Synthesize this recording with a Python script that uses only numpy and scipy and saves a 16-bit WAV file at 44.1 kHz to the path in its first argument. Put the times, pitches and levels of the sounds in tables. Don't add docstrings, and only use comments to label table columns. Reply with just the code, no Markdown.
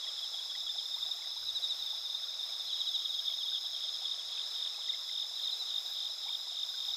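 import sys
import numpy as np
from scipy import signal
from scipy.fft import rfft, irfft, next_fast_len
from scipy.io import wavfile
from scipy.ndimage import map_coordinates

SR = 44100
rng = np.random.default_rng(int(sys.argv[2]) if len(sys.argv) > 2 else 0)


def bounce(signal):
    frames = np.transpose(np.atleast_2d(signal))
    limited = np.clip(frames, -1, 1)
    pcm = np.round(limited * 32767).astype(np.int16)
    wavfile.write(sys.argv[1], SR, pcm)


def ratio(d):
    e = np.asarray(d, float) / 20
    return 10 ** e


N = 306936


def near_crickets():
    # start_s, gap_ms, strokes, pitch_hz, top_db
    slow_runs = [
        (0.106, 81, 9, 3840, -47),
        (1.423, 72.4, 5, 3790, -28.5),
        (2.664, 73.2, 5, 3764, -29.5),
        (5.285, 82, 4.72, 3904, -34.5),
    ]
    # start_s, gap_ms, strokes, pitch_hz, top_db
    quick_runs = [(0.612, 88, 3, 3590, -36), (0.862, 86, 4, 3615, -32), (1.826, 42, 4, 3680, -33),
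                  (2.056, 47, 3, 3670, -33), (2.239, 52, 2, 3680, -33.5), (2.395, 44, 2, 3700, -33),
                  (2.558, 48, 2, 3645, -34), (3.056, 47, 4, 3690, -31), (3.259, 23, 2, 3640, -29.5),
                  (3.343, 46, 4, 3670, -31.5), (3.543, 42, 4, 3664, -37.5), (3.765, 41, 4, 3674, -34.5),
                  (4.332, 87, 5, 4230, -55), (5.813, 54, 4, 3793, -38)]
    # centre_s, pitch_hz, peak_db
    strays = [(0.7, 3560, -37), (2.68, 4100, -42), (5.693, 3930, -38), (5.77, 3860, -42),
              (1.375, 3810, -38), (1.469, 3895, -37.5), (1.656, 3780, -34), (1.801, 3900, -35),
              (1.985, 3820, -42), (2.065, 3710, -36), (2.352, 3800, -39), (2.913, 3500, -36),
              (2.997, 3610, -37), (4.055, 3670, -41), (4.222, 3645, -41), (4.391, 3570, -36),
              (4.444, 3690, -39), (4.51, 3980, -45), (4.9, 3685, -35), (4.965, 3820, -40),
              (5.116, 3600, -45), (5.248, 3695, -37), (6.112, 3800, -37), (6.268, 3695, -35),
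              (6.397, 3760, -42), (6.696, 3670, -40), (6.781, 3650, -40), (6.942, 3705, -35)]
    groups = [(runs(slow_runs, swell_db=-16), 43), (runs(quick_runs, swell_db=-2.5), 27.4), (strays, 33)]
    s, hz, db = np.concatenate([rows for rows, _ in groups]).T
    stroke_ms = np.concatenate([np.full(len(rows), ms) for rows, ms in groups])
    overdrive_db = 3.5 * np.clip(db + 30.5, None, 0)
    octave_db = -27 + overdrive_db - 0.2 * np.clip(3735 - hz, 0, None)
    return chirps(s, hz, db, stroke_ms / 1000, 12.9 * stroke_ms, flat=1.1, octave_db=octave_db)


def deepest_cricket():
    # centre_s, peak_db
    pairs = [
        (0.036, -37),
        (0.186, -37),
        (0.343, -38),
        (0.503, -38.5),
        (2.708, -35),
        (2.815, -36.5),
        (3.011, -39),
        (3.139, -36),
        (3.27, -37.5),
        (3.411, -35.5),
    ]
    # centre_s, peak_db
    singles = [(0.675, -36.5), (0.792, -37.5), (2.943, -34.5), (3.554, -33.5), (3.649, -38), (3.742, -36.5),
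               (3.847, -37), (3.944, -37), (4.058, -36.5), (4.194, -40), (4.331, -36.5)]
    pair_gap_s = 0.0495
    seconds = [(s + pair_gap_s, db) for s, db in pairs]
    s, db = np.transpose(pairs + seconds + singles)
    core = chirps(s, 3370, db, 0.02804, 236, flat=0.71)
    tail = chirps(s + 0.013, 3140, db - 13, 0.018, 330, flat=1.3) * ratio(2.5 * wobble(150))
    return core + tail


def phrase_cricket():
    # start_s, strokes_per_s, high_note_db
    phrases = [(2.685, 39, -42), (2.958, 49, -53), (3.226, 53, -49), (3.493, 67, -31.5),
               (3.769, 52.5, -37.5), (4.015, 46.6, -34), (4.291, 48, -35), (4.541, 44.6, -33),
               (4.822, 47.2, -32.5), (5.095, 44.5, -31), (5.38, 48.3, -31.5), (5.671, 51, -31.5),
               (5.953, 48, -32), (6.234, 49.4, -33), (6.517, 48.6, -32), (6.79, 48.3, -31.5)]
    low_note_db = -40.5
    start, rate, high_note_db = np.transpose(phrases)[:, :, None]
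    k = np.arange(7)
    s = (start + k / rate).ravel()
    scatter = rng.standard_normal((len(s), 4))
    swell_db = -9 * np.exp(-k / 2.4)
    high_db = (high_note_db - 0.5 + swell_db).ravel() + 0.41 * scatter[:, 1]
    low_db = np.tile(low_note_db + 0.37 * swell_db, len(phrases)) + 0.71 * scatter[:, 3]
    high = chirps(s - 0.0055, 3665 + 15 * scatter[:, 0], high_db, 0.017, 286, flat=0.69)
    low = chirps(s, 3300 + 15 * scatter[:, 2], low_db, 0.0086, 170, flat=0.68)
    tail = chirps(s + 0.004, 2990, low_note_db - 16, 0.009, 300, flat=1.2)
    return high + low + tail


def grass_echo(x, t60):
    t = np.arange(SR // 5) / SR
    tail = rng.standard_normal(len(t)) * ratio(-60 * t / t60)
    return signal.fftconvolve(x, tail / np.linalg.norm(tail))[:N]


def ground_crickets():
    # time_s, pitch_hz, level_db
    warming = [
        (0, 7205, -63),
        (1.24, 7200, -62.5),
        (1.27, 6700, -90),
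        (1.31, 6030, -67),
        (2.6, 6350, -69),
        (2.75, 6480, -61),
        (4.2, 6820, -63),
        (4.55, 7190, -65),
        (5.6, 7170, -63),
        (6.96, 7195, -63),
    ]
    hz, db = curves(warming)
    unsteady_hz = 28 + 0.25 * np.abs(7200 - hz)
    lower = trill(121, hz + unsteady_hz * wobble(90), db, sharp=2.6)
    upper = trill(106.5, 8830 + 110 * wobble(120), high_buzz_db(), sharp=5.8)
    return lower + upper


def high_buzz_db():
    # start_s, end_s
    bouts = [
        (0.03, 2.25),
        (2.38, 4.85),
        (5.02, 6.91),
    ]
    t = np.arange(N) / SR
    start, end = np.transpose(bouts)[:, :, None]
    edge_db_per_s, growth_db_per_s = 500, 0.4
    edges_db = edge_db_per_s * np.clip(np.minimum(t - start, end - t), None, 0)
    return np.max(-72 + growth_db_per_s * (t - start) + edges_db, axis=0)


def katydids():
    # time_s, level_db
    effort = [(0.0, -67), (0.73, -67.5), (1.12, -63.5), (1.22, -68), (1.43, -64.5), (2.52, -67),
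              (3.25, -63.5), (4.38, -70), (4.63, -66), (4.73, -68.5), (5.89, -62), (6.18, -66.5),
              (6.4, -63.5), (6.57, -69.5), (6.78, -63.5), (6.96, -66)]
    # frequency_hz, density_db (per Hz)
    middle_rasp = [(9800, -32.5), (10900, -5), (11600, -2.5), (12300, -0.5), (12900, -12), (13600, -27)]
    upper_rasp = [(11800, -22), (12600, -2), (13300, 0), (14100, -3), (15700, -13)]
    narrow_rasp = [(9700, -25), (10100, -1.5), (10400, 0), (10900, -25)]
    effort_db, = curves(effort)
    effort_db = effort_db - np.mean(effort_db)
    middle = unit(beats(32.6, depth_db=2.0) * noise(middle_rasp))
    upper = unit(beats(33.4, depth_db=2.6) * noise(upper_rasp))
    narrow = unit(beats(33.2, depth_db=3.5) * noise(narrow_rasp))
    middle *= ratio(-70 + 0.5 * effort_db)
    upper *= ratio(-68.2 + 1.15 * effort_db)
    narrow *= ratio(-80.5 + effort_db + 2.5 * wobble(3))
    return middle + upper + narrow


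def far_crowds():
    # time_s, swell_db
    swell = [
        (0, 0),
        (3.7, .5),
        (6.57, -0.5),
        (6.96, 1),
    ]
    swell_db, = curves(swell)
    low = crowd(count=550, hz=3703, spread_hz=155.8, length=0.03, fall_hz=340)
    middle = crowd(count=6000, hz=5142, spread_hz=145.0, length=0.012, fall_hz=179)
    high = crowd(count=900, hz=6265, spread_hz=324, length=0.0088, fall_hz=254)
    stragglers = crowd(count=40, hz=4084, spread_hz=85, length=0.022, fall_hz=297)
    crowds = ratio(-43) * low + ratio(-45.5) * middle + ratio(-60) * high
    return ratio(swell_db) * crowds + ratio(-62) * stragglers


def ditch():
    # frequency_hz, density_db (per Hz)
    water = [(150, -120), (200, -25.5), (300, -16.5), (480, -4), (800, -2.5), (1300, -1.5), (1700, -6),
             (2800, -5), (4400, 2), (8000, -9), (10000, -17), (15700, -33)]
    hiss = ratio(-55.0 + 0.77 * wobble(2.85)) * noise(water)
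    fizz = ratio(-66.0 + 0.99 * wobble(7)) * bubble_fizz()
    return clear_bubbles() + fizz + hiss


def clear_bubbles():
    # start_s, pitch_hz, peak_db
    bubbles = [(0.071, 2000, -50), (0.349, 846, -53.5), (0.555, 1990, -44), (0.759, 805, -54.5),
               (0.97, 1030, -52.5), (0.986, 2100, -53), (1.093, 850, -55.5), (1.225, 2213, -49),
               (1.247, 2000, -51.5), (1.369, 1020, -53.5), (1.432, 1510, -57), (1.557, 1670, -55),
               (1.938, 980, -54), (2.276, 1410, -55), (2.499, 2350, -51.5), (3.227, 1660, -54),
               (3.303, 2230, -55), (3.523, 1550, -54), (4.026, 880, -50.5), (4.381, 2600, -44),
               (4.748, 2610, -48), (4.788, 930, -53), (4.888, 2050, -47.5), (4.939, 2120, -45.5),
               (5.097, 2100, -49.5), (6.266, 930, -49), (6.288, 2340, -47), (6.298, 1030, -51),
               (6.746, 1550, -52), (6.889, 878, -55)]
    s, hz, db = np.transpose(bubbles)
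    ring_ms = 1000 * 22 / hz
    rise_hz = (0.1 + 0.02 * ring_ms * (hz < 1300)) * hz
    ringing = chirps(s + ring_ms / 6000, hz, db, 1.2 * ring_ms / 1000, -rise_hz, flat=1.6, lean=0.55)
    return ringing * ratio(1.2 * wobble(200))


def bubble_fizz():
    draw = rng.random((2200, 4))
    hz = 640 * 4.4 ** draw[:, 0]
    size_db = np.clip(-3.5 * np.log(draw[:, 1] + 1e-4), 0, 13)
    s = draw[:, 2] * N / SR
    cycles = 8 + 12 * draw[:, 3]
    return unit(chirps(s, hz, size_db, cycles / hz, -0.25 * hz, flat=1.2, lean=0.52))


def wind():
    # time_s, level_db
    breeze = [
        (0, -84),
        (1.05, -82),
        (1.16, -100.5),
        (1.5, -83),
        (2.4, -78.5),
        (2.8, -86.5),
        (5.6, -87.5),
        (6.96, -94),
    ]
    # peak_s, peak_db
    gusts = [
        (0.09, -79),
        (1.39, -70),
        (1.57, -74),
        (2.29, -79),
        (2.66, -88),
        (3.88, -84),
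        (6.9, -80),
    ]
    # frequency_hz, density_db (per Hz)
    rumble = [(12, -46), (20, -6), (59, 1), (92, -2.5), (179, -10.5), (260, -13.5), (340, -43), (570, -120)]
    t = np.arange(N) / SR
    gust_db_per_s = 220
    gust_gain = sum(ratio(db - gust_db_per_s * np.abs(t - s)) for s, db in gusts)
    breeze_db, = curves(breeze)
    lumps = ratio(3.2 * wobble(13))
    return (ratio(breeze_db) + gust_gain) * unit(lumps * noise(rumble))


def runs(rows, swell_db):
    swell_strokes, scatter_hz, scatter_db = 0.72, 25, 0.73
    strokes = np.array([(s + k * gap_ms / 1000, hz, db + swell_db * np.exp(-k / swell_strokes))
                        for s, gap_ms, count, hz, db in rows
                        for k in range(round(count))])
    return strokes + rng.standard_normal(strokes.shape) * [0, scatter_hz, scatter_db]


def chirps(s, hz, db, length, fall_hz, flat, octave_db=-90, lean=1):
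    values = (s, hz, db, length, fall_hz, octave_db)
    s, hz, db, length, fall_hz, octave_db = (np.broadcast_to(v, np.shape(s))[:, None] for v in values)
    k = np.arange(int(length.max() * SR))
    u = np.clip(k / SR / length, 0, 1)
    cycles = length * u * (hz + fall_hz * (0.354 - u ** 1.5 / 2.5))
    phase = 2 * np.pi * (cycles + rng.random(s.shape))
    octave = ratio(octave_db) * np.sin(np.pi * u ** 1.15) ** 2 * np.sin(2 * phase)
    tone = np.sin(phase) + octave
    envelope = np.abs(np.sin(np.pi * u ** lean)) ** flat
    at = np.clip(((s - length / 2) * SR).astype(int) + k, 0, N)
    return np.bincount(at.ravel(), (ratio(db) * envelope * tone).ravel(), N + 1)[:N]


def trill(rate, hz, db, sharp):
    stroke = np.pi * np.cumsum(rate * (1 + 0.0118 * wobble(8))) / SR
    tone = np.sin(2 * np.pi * np.cumsum(hz) / SR)
    uneven = ratio(0.93 * wobble(60) + 1.5 * np.sin(stroke))
    return ratio(db) * unit(uneven * np.abs(np.sin(stroke)) ** sharp * tone)


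def beats(rate, depth_db):
    turn = 2 * np.pi * np.cumsum(rate * (1 + 0.035 * wobble(5))) / SR
    depth = depth_db * np.clip(1 + 0.48 * wobble(3.65), 0, 1.6)
    return ratio(depth * np.cos(turn) + 1.4 * wobble(14))


def crowd(count, hz, spread_hz, length, fall_hz):
    total = np.zeros(N)
    for step in np.linspace(-3.3, 3.3, 12):
        stroke = chirps(np.array([length]), hz + step * spread_hz, 0, length, fall_hz, flat=1.5)
        stroke = stroke[:int(2 * length * SR)]
        span = N + len(stroke)
        when = np.bincount(rng.integers(0, span, count), rng.choice([-1., 1.], count), span)
        total += np.exp(-step ** 2 / 4) * signal.oaconvolve(when, stroke, "valid")[:N]
    return unit(total)


def noise(spectrum):
    f, db = np.transpose(spectrum)
    m = next_fast_len(N)
    log_hz = np.log(np.fft.rfftfreq(m, 1 / SR) + 1)
    gain = ratio(np.interp(log_hz, np.log(f + 1), db, -120, -120))
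    return unit(irfft(rfft(rng.standard_normal(m)) * gain, m)[:N])


def wobble(rate):
    knots = rng.standard_normal(int(N * rate / SR) + 4)
    return map_coordinates(knots, [np.arange(N) * rate / SR])


def curves(rows):
    s, *cols = np.transpose(rows)
    return [np.interp(np.arange(N) / SR, s, c) for c in cols]


def unit(x):
    return x / np.sqrt(np.mean(x ** 2) + 1e-20)


def scene():
    near = near_crickets() + deepest_cricket() + phrase_cricket()
    near = near * ratio(1.7 * wobble(170))
    grass = ratio(-13.5) * grass_echo(near, t60=0.14)
    insects = near + grass + ground_crickets() + katydids() + far_crowds()
    return (insects + ditch() + wind())[None]


def roll_off(x):
    return signal.sosfilt(signal.butter(12, 15680, fs=SR, output="sos"), x)


def record(dry):
    return roll_off(dry)


dry = scene()
out = record(dry)
bounce(out)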